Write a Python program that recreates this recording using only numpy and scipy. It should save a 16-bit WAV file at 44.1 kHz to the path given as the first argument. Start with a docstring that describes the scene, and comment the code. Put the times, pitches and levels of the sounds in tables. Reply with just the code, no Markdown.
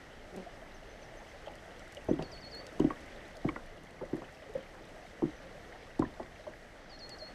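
"""Kayak on a river

A plastic kayak drifts downstream, heard from the cockpit; filtered noise and small bubbles murmur all around.
Wavelets slap the hull with noise bursts and trap air that gulps as swelling sines, ringing the hollow boat's modes.
Crests smack and spray in bubble clusters, drips and plops fall nearby, drops tick as clicks, pulses creak low.
A small bird on the bank sings two four-note trills of gliding tones; a farther one slurs and chirps."""
import sys
import numpy as np
from scipy import signal
from scipy.fft import rfft, irfft
from scipy.io import wavfile
from scipy.ndimage import uniform_filter1d

SR = 44100
rng = np.random.default_rng(int(sys.argv[2]) if len(sys.argv) > 2 else 0)


def digitize_waveform(pressure):
    """Quantize a signal to 16-bit integers and store it at the path in sys.argv[1].

    Rows of a 2-D input are taken as channels; values are limited to [-1, 1].
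    """
    field = np.atleast_2d(pressure).T
    bounded = np.clip(field, -1, 1)
    quanta = np.round(bounded * 32767).astype(np.int16)
    wavfile.write(sys.argv[1], SR, quanta)


N = 323694
TIME = np.arange(N) / SR
SHORT = TIME[:SR // 4]  # time axis of one brief sound


def undb(db):
    """Decibels to gain."""
    return 10 ** (np.asarray(db) / 20)


def level(x, db):
    """Scale to an rms level."""
    return x * undb(db) / np.sqrt(np.mean(x ** 2))


def peak(x, gain):
    """Scale so that the peak is this many decibels."""
    return x * undb(gain) / np.abs(x).max()


def add(out, start_s, x):
    """Mix a short sound in at a time."""
    i = max(int(start_s * SR), 0)
    out[i:i + len(x)] += x[:max(N - i, 0)]


def band(x, lo_hz, hi_hz):
    """Gentle band-pass."""
    edges = [lo_hz, min(hi_hz, SR / 2 - 1)]
    return signal.sosfilt(signal.butter(2, edges, "band", fs=SR, output="sos"), x)


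def colour(x, points):
    """Shape by a (Hz, dB) spectrum that falls away below its first point."""
    hz, db = np.transpose(points)
    f = np.maximum(np.fft.rfftfreq(N, 1 / SR), 1)
    gain = undb(np.interp(np.log(f), np.log(hz), db))
    low_cut = np.minimum(f / hz[0], 1) ** 2
    return irfft(rfft(x) * gain * low_cut, N)


def walk(rate_hz):
    """Smooth random wander with a spread of 1."""
    k = int(SR / rate_hz)
    steps = np.repeat(rng.standard_normal(N // k + 1), k)
    wander = uniform_filter1d(steps, k)[:N]
    return wander / wander.std()


def whistle(hz):
    """A pure tone that follows a pitch curve."""
    return np.sin(2 * np.pi * np.cumsum(hz) / SR)


def pocket(hz, cycles, glide, sharp):
    """A pocket of air swells into oscillation and dies, its pitch sliding as its shape changes."""
    t = SHORT[:int(10 * SR * cycles / hz)]
    age = t * hz / cycles  # 1 at the loudest moment
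    swell = (age * np.exp(1 - age)) ** sharp
    return swell * whistle(hz * (1 + glide * np.tanh(age - 1)))


def restless(spectrum, flicker_db):
    """Water noise whose octaves swell and ebb on their own."""
    noise = rfft(rng.standard_normal(N))
    octave = np.log2(np.maximum(np.fft.rfftfreq(N, 1 / SR), 1))
    out = np.zeros(N)
    for k in range(4, 15):
        share = np.clip(1 - abs(octave - k), 0, 1)
        out += irfft(noise * share, N) * undb(flicker_db * (walk(7) + walk(22)))
    return colour(out, spectrum)


def bubbles(count, hz, spread, cycles, scatter_db):
    """Many small bubbles of random size and loudness, strewn over the whole scene."""
    out = np.zeros(N)
    draws = zip(rng.random(count), rng.standard_normal((count, 2)))
    for when, (size, loud) in draws:
        bubble = pocket(hz * np.exp(spread * size), cycles, glide=0.044, sharp=0.83)
        loud_db = scatter_db * np.tanh(loud / 2) * 2
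        add(out, when * N / SR, undb(loud_db) * bubble)
    return out


# tone of the nearby current: pitch_hz [Hz], relative density_db [dB per Hz]
CURRENT_SPECTRUM = [(12, -85), (20, 3), (55, -8.5), (117, -11.5), (284, -12.5), (345, -11.5), (383, -13),
                    (613, -11), (718, -14), (855, -15.5), (966, -21), (1300, -20), (1690, -27.5),
                    (2860, -120)]
# tone of the far ripples: pitch_hz [Hz], relative density_db [dB per Hz]
RIPPLE_SPECTRUM = [(1100, -11), (1500, -2.5), (1950, 3), (2400, -7), (3000, -7), (3700, -11.5), (6200, -15),
                   (7000, -20.5), (8200, -19.5), (9200, -26.5), (10500, -24.5), (15000, -36.5)]
# strength of the current: time_s [s], level_db [dB]
CURRENT_STRENGTH = [(0, -0.5), (1.6, 0.06), (3.1, 1.5), (3.9, -1), (5.6, 0), (6.7, -2), (7.34, -0.5)]


def river():
    """Flickering noise makes the low murmur and the far ripples' hiss; crowds of bubbles gurgle in them."""
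    murmur = level(restless(CURRENT_SPECTRUM, flicker_db=1.0), -52)
    hiss = level(restless(RIPPLE_SPECTRUM, flicker_db=0.74), -58)
    gurgle = level(bubbles(count=420, hz=599, spread=0.1522, cycles=3.7, scatter_db=2), -59.5)
    trickle = level(bubbles(count=420, hz=1750, spread=.18, cycles=2.5, scatter_db=5.5), -66)
    fizz = level(bubbles(count=420, hz=3100, spread=.17, cycles=3, scatter_db=5.5), -71.5)
    strength_db = np.interp(TIME, *np.transpose(CURRENT_STRENGTH))
    return (murmur + hiss + gurgle + trickle + fizz) * undb(strength_db)


# a brief low creak, perhaps the seat or the load shifting
CREAK_START_S, CREAK_ATTACK_S, CREAK_HOLD_S, CREAK_RELEASE_S = 0.321, 0.05, 0.027, 0.062
CREAK_DB = -42  # rms before the fade in and out


def creak(hz, jitter, body_hz):
    """Plastic sticks and slips in a quick, uneven run of pulses that the boat muffles."""
    phase = np.cumsum(hz * (1 + jitter * walk(151.2))) / SR
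    pulses = np.diff(np.floor(phase), prepend=0)  # one per cycle
    slips = pulses * undb(3 * walk(180)) + .03 * rng.standard_normal(N)
    body = band(band(slips, 110, body_hz), 90, 610)
    edge = 0.06 * band(slips, 1940, 2800)
    corners = np.cumsum([CREAK_START_S, CREAK_ATTACK_S, CREAK_HOLD_S, CREAK_RELEASE_S])
    return level(body + edge, CREAK_DB) * np.interp(TIME, corners, [0, 1, 1, 0])


# drops ticking on the deck: start_s [s], level_db [dB], centre_hz of the click [Hz]
DECK_DROPS = [(.3628, -46.5, 9000), (1.5546, -48.5, 9000), (1.7946, -49, 6500), (1.923, -51, 8000),
              (1.9483, -45, 7550), (2.045, -57, 11000), (2.2245, -38.5, 5500), (2.549, -49, 9500),
              (2.667, -42.5, 5550), (2.7975, -45, 6800), (3.3693, -44.5, 6960), (4.1574, -55, 10000),
              (4.325, -57, 11000), (5.9935, -42.5, 6550), (7.0933, -43.5, 7000)]


def ticks():
    """Drops land with a bright noise click; fainter ones fall at random between 1.4 and 5 s."""
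    out = np.zeros(N)
    faint = [(1.4 + 3.6 * when, -62 + 8 * size, 8500) for when, size in rng.random(size=(36, 2))]
    for start_s, level_db, hz in list(DECK_DROPS) + faint:
        decay = np.exp(-SHORT / 0.0017) + 0.14 * np.exp(-SHORT / 0.01)
        click = band(rng.standard_normal(len(SHORT)) * decay, 0.42 * hz, 1.13 * hz)
        add(out, start_s, undb(level_db) * peak(click, 2.95))
    return out


# little plops a short way off the boat: start_s [s], level_db [dB], pitch_hz [Hz]
NEARBY_PLOPS = [(.463, -41, 664), (.62, -46.5, 620), (1.969, -41, 550), (4.461, -47.5, 515),
                (4.49, -43, 420), (4.955, -49, 622), (5.55, -44.5, 560), (6.395, -46.5, 598),
                (7.22, -40.5, 593)]


def plops():
    """Wavelets fold over and each closes on a bubble that rises in pitch."""
    out = np.zeros(N)
    for start_s, level_db, hz in NEARBY_PLOPS:
        add(out, start_s, undb(level_db) * pocket(hz, cycles=3.4, glide=0.07, sharp=0.84))
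    return out


# a more distant bird's falling slurs: start_s [s], level_db at the start [dB]
FAR_SLURS = [(.735, -61), (1.009, -60), (1.281, -66.5)]
# its short V-shaped chirps: start_s [s], level_db [dB], length_s [s], lowest_hz [Hz]
FAR_CHIRPS = [(.888, -64.5, .052, 5930), (1.168, -63, 0.028, 5980), (1.452, -70, .024, 6250),
              (2.078, -64.5, 0.045, 5800), (5.35, -68, 0.047, 5800)]
SLUR_TOP_HZ, SLUR_FALL_HZ, SLUR_S, SLUR_FADE_DB = 6360, 1750, 0.067, -12
CHIRP_RISE_HZ = 655  # each end of a chirp above its lowest pitch


def slurs():
    """The distant bird whistles fading, falling slurs, and chirps that dip and turn back up."""
    out = np.zeros(N)
    u = np.linspace(0, 1, int(SLUR_S * SR))  # progress through the call
    slur_hz = SLUR_TOP_HZ - SLUR_FALL_HZ * u ** 1.5
    calls = [(start_s, level_db + SLUR_FADE_DB * u, slur_hz) for start_s, level_db in FAR_SLURS]
    for start_s, level_db, length_s, lowest_hz in FAR_CHIRPS:
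        u = np.linspace(0, 1, int(length_s * SR))
        vee = np.interp(u, [0, .4, 1], [1, 0, 1]) ** 1.4
        calls.append((start_s, level_db, lowest_hz + CHIRP_RISE_HZ * vee))
    for start_s, level_db, hz in calls:
        waver_db = 2.5 * walk(130)[:len(hz)]
        fade = signal.windows.tukey(len(hz), .35)
        add(out, start_s, undb(level_db + waver_db) * fade * whistle(hz))
    return out


def splash(hz, spread):
    """A quick cluster of tiny bubbles, each weaker than the last."""
    out = np.zeros(len(SHORT))
    for k, (delay, size) in enumerate(rng.standard_normal(size=(7, 2))):
        bubble = pocket(hz * np.exp(spread * size), cycles=0.99, glide=0.011, sharp=0.37)
        add(out, k * 0.0014 + abs(delay) * 0.00076, undb(-2.45 * k) * bubble)
    return out


# drips falling into the river beside the boat: start_s [s], level_db [dB], pitch_hz [Hz]
RIVER_DRIPS = [(1.46, -49, 3080), (1.467, -49, 3120), (1.48, -44.5, 2850), (1.969, -40, 2860),
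               (2.188, -49, 3040), (2.223, -44, 2750), (2.375, -48, 2820), (2.8, -41.5, 2900),
               (2.844, -51, 2920), (2.869, -48, 1800), (3.487, -40, 3000), (4.245, -52, 2850),
               (4.424, -51, 3100), (5.724, -44, 1990), (6.049, -43, 1750), (6.536, -43, 1950)]


def drips():
    """Drips land in the river with a small, high splash."""
    out = np.zeros(N)
    for start_s, level_db, hz in RIVER_DRIPS:
        add(out, start_s, undb(level_db) * splash(hz, spread=0.015))
    return out


def gulp(hz, cycles, glide):
    """Air squeezed against the shell oscillates, swelling smoothly and dying as it vents."""
    age = SHORT[:int(4 * SR * cycles / hz)] * hz / cycles  # 1 at the loudest moment
    swell = age ** 2 * np.exp(1 - age ** 2)
    return 0.72 * swell * whistle(hz * (1 + glide * np.tanh(age - 1)))


# pockets of air squeezed under the hull:
# start_s [s], level_db [dB], pitch_hz [Hz], swell_s [s], glide [share of the pitch]
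AIR_POCKETS = [(1.469, -38, 582, 0.0093, -0.04), (2.085, -30, 617, 0.011, -0.073),
               (2.085, -23, 406, 0.0061, -0.055), (2.103, -29.5, 508, 0.0097, -0.06),
               (2.109, -18.5, 333, 0.0051, -0.022), (2.127, -27, 326, 0.0098, -0.066),
               (2.155, -39.5, 272, 0.026, 0.035), (2.19, -33, 385, 0.0068, 0.054),
               (2.204, -40, 648, 0.012, 0.033), (2.215, -45, 414, 0.019, .03),
               (2.8001, -16, 333, 0.0044, 0.0041), (2.812, -27, 301, 0.012, .06),
               (2.8431, -17, 296, 0.0076, -0.058), (2.866, -27, 300, 0.009, -0.12),
               (3.4488, -20, 290, 0.0045, -0.047), (3.473, -30, 321, 0.015, -0.052),
               (4.016, -34.5, 356, 0.008, .12), (4.026, -34.5, 558, 0.0099, 0.04),
               (4.13, -26.5, 318, 0.0059, 0.084), (4.144, -31.5, 334, 0.01, -0.042),
               (4.17, -42, 322, 0.019, 0.02), (4.55, -26.5, 542, 0.01, 0.042),
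               (4.569, -37.5, 533, 0.014, -0.057), (5.2233, -23, 351, 0.0083, -0.012),
               (5.235, -19.5, 331, 0.0046, -0.027), (5.249, -26.5, 295, 0.0063, -0.063),
               (5.278, -39.5, 302, 0.016, .08), (5.9937, -18.5, 313, 0.0048, -0.1),
               (6.015, -24.5, 283, 0.0058, -0.07), (6.038, -29, 294, 0.0043, -.08),
               (6.197, -36.5, 332, 0.0089, 0), (6.469, -32.5, 592, 0.011, 0.017)]
PUSH_DB, PUSH_HZ = -17, 161  # flexing of the shell, dB re the pocket's bulk
HEAVE_DB, HEAVE_S = -19.5, 0.0013  # dull thump as the whole shell gives, dB re the pocket's bulk


def gulps():
    """Trapped air gulps under the hull; a push of water, strongest with low pockets, flexes and heaves the shell."""
    out = np.zeros(N)
    heave = -SHORT / HEAVE_S * np.exp(1 - SHORT / HEAVE_S)
    for start_s, level_db, hz, swell_s, glide in AIR_POCKETS:
        add(out, start_s, undb(level_db) * gulp(hz, swell_s * hz, glide))
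        bulk = undb(level_db) * min(310 / hz, 1) ** 2
        push = pocket(PUSH_HZ, cycles=0.93, glide=-0.023, sharp=1.46)
        add(out, start_s, bulk * undb(PUSH_DB) * push)
        add(out, start_s, bulk * undb(HEAVE_DB) * heave)
    return out


def slap(hz):
    """A crest hits the shell: a short, dull smack of noise around a quick rising ring."""
    noise = rng.standard_normal(len(SHORT)) * np.exp(-SHORT / 0.005)
    dull = band(band(noise, 0.67 * hz, 1.155 * hz), 0.5 * hz, 1.4 * hz)
    out = peak(dull, 0.72)
    add(out, 0, 0.94 * pocket(hz, cycles=1.55, glide=0.045, sharp=2.5))
    return out


def slosh(hz, decay_s):
    """Water drains off the shell after a wave: band noise that starts quickly and fades."""
    wash = level(band(rng.standard_normal(len(SHORT)), 0.31 * hz, 1.24 * hz), 0)
    return wash * np.exp(-SHORT / decay_s) * (1 - np.exp(-SHORT / 0.00018))


# wavelets that slap the hull and slosh off:
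# start_s [s], slap_db [dB], slap_hz [Hz], slosh_db [dB], slosh_hz [Hz]
WAVELETS = [(1.47, -41, 690, -54, 560), (2.084, -32.5, 744, -35, 326), (2.189, -40, 900, -38, 490),
            (2.7956, -31, 863, -35, 378), (2.8427, -34.5, 650, -45, 340), (3.4463, -36, 706, -36, 285),
            (4.0118, -29, 707, -45, 520), (4.1288, -39, 800, -40.5, 446), (4.549, -46, 580, -44.5, 510),
            (5.2202, -33, 810, -39.5, 336), (5.992, -32, 780, -34, 250), (6.1972, -33, 780, -45, 585),
            (6.467, -45, 850, -46, 520)]
SLOSH_DECAY_S, SLOSH_DELAY_S = 0.035, 0.002603
ROCK_DB, ROCK_DECAY_S = -13, 0.12  # rumble, dB re the wave's slosh


def laps():
    """Each wavelet slaps the shell, and the water sloshes off."""
    out = np.zeros(N)
    for start_s, slap_db, slap_hz, slosh_db, slosh_hz in WAVELETS:
        add(out, start_s, undb(slap_db) * slap(slap_hz))
        add(out, start_s + SLOSH_DELAY_S, undb(slosh_db) * slosh(slosh_hz, SLOSH_DECAY_S))
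    return out


def rocking():
    """After each wavelet the boat rocks with a low noise rumble that dies away."""
    push = np.zeros(N)
    swing = np.exp(-TIME / ROCK_DECAY_S) * (1 - np.exp(-TIME / 0.0043))
    for start_s, _, _, slosh_db, _ in WAVELETS:
        add(push, start_s, undb(slosh_db + ROCK_DB) * swing)
    return push * level(band(rng.standard_normal(N), 25, 81), 0)


# crests that break on the shell and pinch off a small bubble: start_s [s], smack_db [dB], smack_hz [Hz],
# spray_db [dB], spray_hz [Hz], bubble_db [dB], bubble_hz [Hz]
BREAKING_CRESTS = [(1.481, -59, 810, -64, 1600, -42.5, 840),
                   (2.9046, -32.5, 1090, -42.5, 2020, -38.5, 1143),
                   (3.49, -36.5, 1100, -34.5, 2160, -45.5, 1100),
                   (3.562, -38, 1010, -38.5, 1760, -43, 1460), (4.2199, -36.5, 720, -64, 1390, -52, 780),
                   (6.0223, -32, 940, -57, 1510, -34.5, 1034)]
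SPRAY_LEAD_S = 0.00208  # spray flies just before the smack
BUBBLE_SWELL_S, BUBBLE_GLIDE = 0.0031, -0.039  # glide as a share of the pitch
RUNOFF_DB, RUNOFF_DECAY_S, RUNOFF_HZ = -5, 0.011, 516  # water running off, dB re the smack


def smacks():
    """A breaking crest smacks the shell, throws spray, leaves a ringing bubble and runs off."""
    out = np.zeros(N)
    for start_s, smack_db, smack_hz, spray_db, spray_hz, bubble_db, bubble_hz in BREAKING_CRESTS:
        add(out, start_s, undb(smack_db) * slap(smack_hz))
        bubble = pocket(bubble_hz, BUBBLE_SWELL_S * bubble_hz, BUBBLE_GLIDE, sharp=0.5)
        add(out, start_s, undb(bubble_db) * bubble)
        add(out, start_s, undb(smack_db + RUNOFF_DB) * slosh(RUNOFF_HZ, RUNOFF_DECAY_S))
        add(out, start_s - SPRAY_LEAD_S, undb(spray_db) * splash(spray_hz, spread=0.062))
    return out


# ringing modes of the hollow hull: pitch_hz [Hz], relative level_db [dB], t60_s, the time to fall 60 dB [s]
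HULL_MODES = [(155.7, 16.5, 0.11), (240.7, 6.5, 0.16), (294, -7, 0.15), (371, 20, 0.03), (620, -12, 0.039),
              (930, -14, 0.052), (1115, 17, 0.031), (1904, 26.5, 0.049)]


def hull(x, ring_db, wash_db, wash_t60):
    """The shell passes each blow directly, rings in its modes and scatters it inside the boat."""
    ring = np.zeros(len(SHORT))
    for hz, level_db, t60_s in HULL_MODES:
        decay = np.exp(-np.log(1000) * SHORT / t60_s)
        ring += undb(level_db) * decay * np.cos(2 * np.pi * hz * SHORT)
    wash = band(rng.standard_normal(len(SHORT)), 136, 1000)
    wash *= np.exp(-np.log(1000) * SHORT / wash_t60) * (1 - np.exp(-SHORT / 0.0012))
    response = undb(ring_db) * ring + undb(wash_db) * wash
    return x + signal.fftconvolve(x, response)[:N]


# notes of two four-note trills: start_s [s], length_s [s], level_db [dB], lowest_hz [Hz], fall_s [s],
# final rise_hz [Hz], opening flick_db re the note [dB], crest_s, the delay to the loudest point [s]
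TRILL_NOTES = [(2.216, 0.061, -52, 4320, 0.022, 49, -14, 0.037),
               (2.314, 0.092, -50, 4350, 0.019, 200, -3.5, 0.019),
               (2.407, 0.094, -49, 4310, 0.018, 140, -11, .056),
               (2.508, 0.11, -45.5, 4280, 0.019, 274, -16, 0.047),
               (6.889, .089, -52.5, 4250, 0.029, 25, -20, 0.044),
               (6.988, .096, -46.5, 4250, .021, 95, -7, 0.04),
               (7.09, 0.075, -48, 4320, 0.018, 47, -12, 0.036),
               (7.183, 0.12, -46.5, 4230, 0.017, 107, -7, 0.038)]
# each note swells from this level re its crest, then sags and ends
NOTE_START_DB, NOTE_SAG_DB_PER_S, NOTE_RELEASE_S = -8, -97, 0.019


def trills(flick_hz, fall_hz):
    """Each trill note opens with a two-voiced flick, slides down and swells into a whistle that sags away."""
    out = np.zeros(N)
    for start_s, length_s, level_db, lowest_hz, fall_s, rise_hz, flick_db, crest_s in TRILL_NOTES:
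        t = SHORT[:int(length_s * SR)]
        flick = np.exp(-((t - .0045) / 0.0031) ** 2)
        fall = np.exp(-(t / fall_s) ** 2)
        rise = np.clip((t - .045) / 0.0465, 0, 1)
        hz = lowest_hz + flick_hz * flick + fall_hz * fall + rise_hz * rise
        swell_db = NOTE_START_DB * np.maximum(1 - t / crest_s, 0)
        sag_db = NOTE_SAG_DB_PER_S * np.maximum(t - crest_s, 0)
        gate = np.clip((t - .005) / .006, 0, 1) * np.clip((length_s - t) / NOTE_RELEASE_S, 0, 1)
        waver = undb(1.5 * walk(140)[:len(t)])
        body = undb(swell_db + sag_db) * gate * waver * whistle(hz)
        opening = undb(flick_db) * flick * (whistle(hz) + .7 * whistle(.87 * hz))
        add(out, start_s, undb(level_db) * (body + opening))
    return out


TREES_ECHO_DB, TREES_DECAY_S = -13.5, .05
BANK_ECHO_DB, BANK_ECHO_S = -15, .043


def birds():
    """Two birds; the trees echo them as a fading noise tail, the far bank as one delayed copy."""
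    out = trills(flick_hz=896, fall_hz=735) + slurs()
    trees = rng.standard_normal(len(SHORT)) * np.exp(-SHORT / TREES_DECAY_S)
    trees /= np.linalg.norm(trees)
    echo = undb(TREES_ECHO_DB) * signal.fftconvolve(out, trees)[:N]
    add(echo, BANK_ECHO_S, undb(BANK_ECHO_DB) * out)
    return out + echo


def scene():
    """Water on the boat, the river around it, birds on the bank."""
    blows = laps() + gulps() + smacks()
    boat = hull(blows, ring_db=-61.0, wash_db=-34, wash_t60=0.17)
    boat += creak(hz=183.3, jitter=0.037, body_hz=676)
    water = rocking() + drips() + ticks() + plops() + river()
    return (boat + water + birds())[None]


TOP_HZ = 15200


def record(dry):
    """A steep low-pass cuts the top of the treble."""
    return signal.sosfilt(signal.ellip(10, .2, 70, TOP_HZ, fs=SR, output="sos"), dry)


dry = scene()
out = record(dry)
digitize_waveform(out)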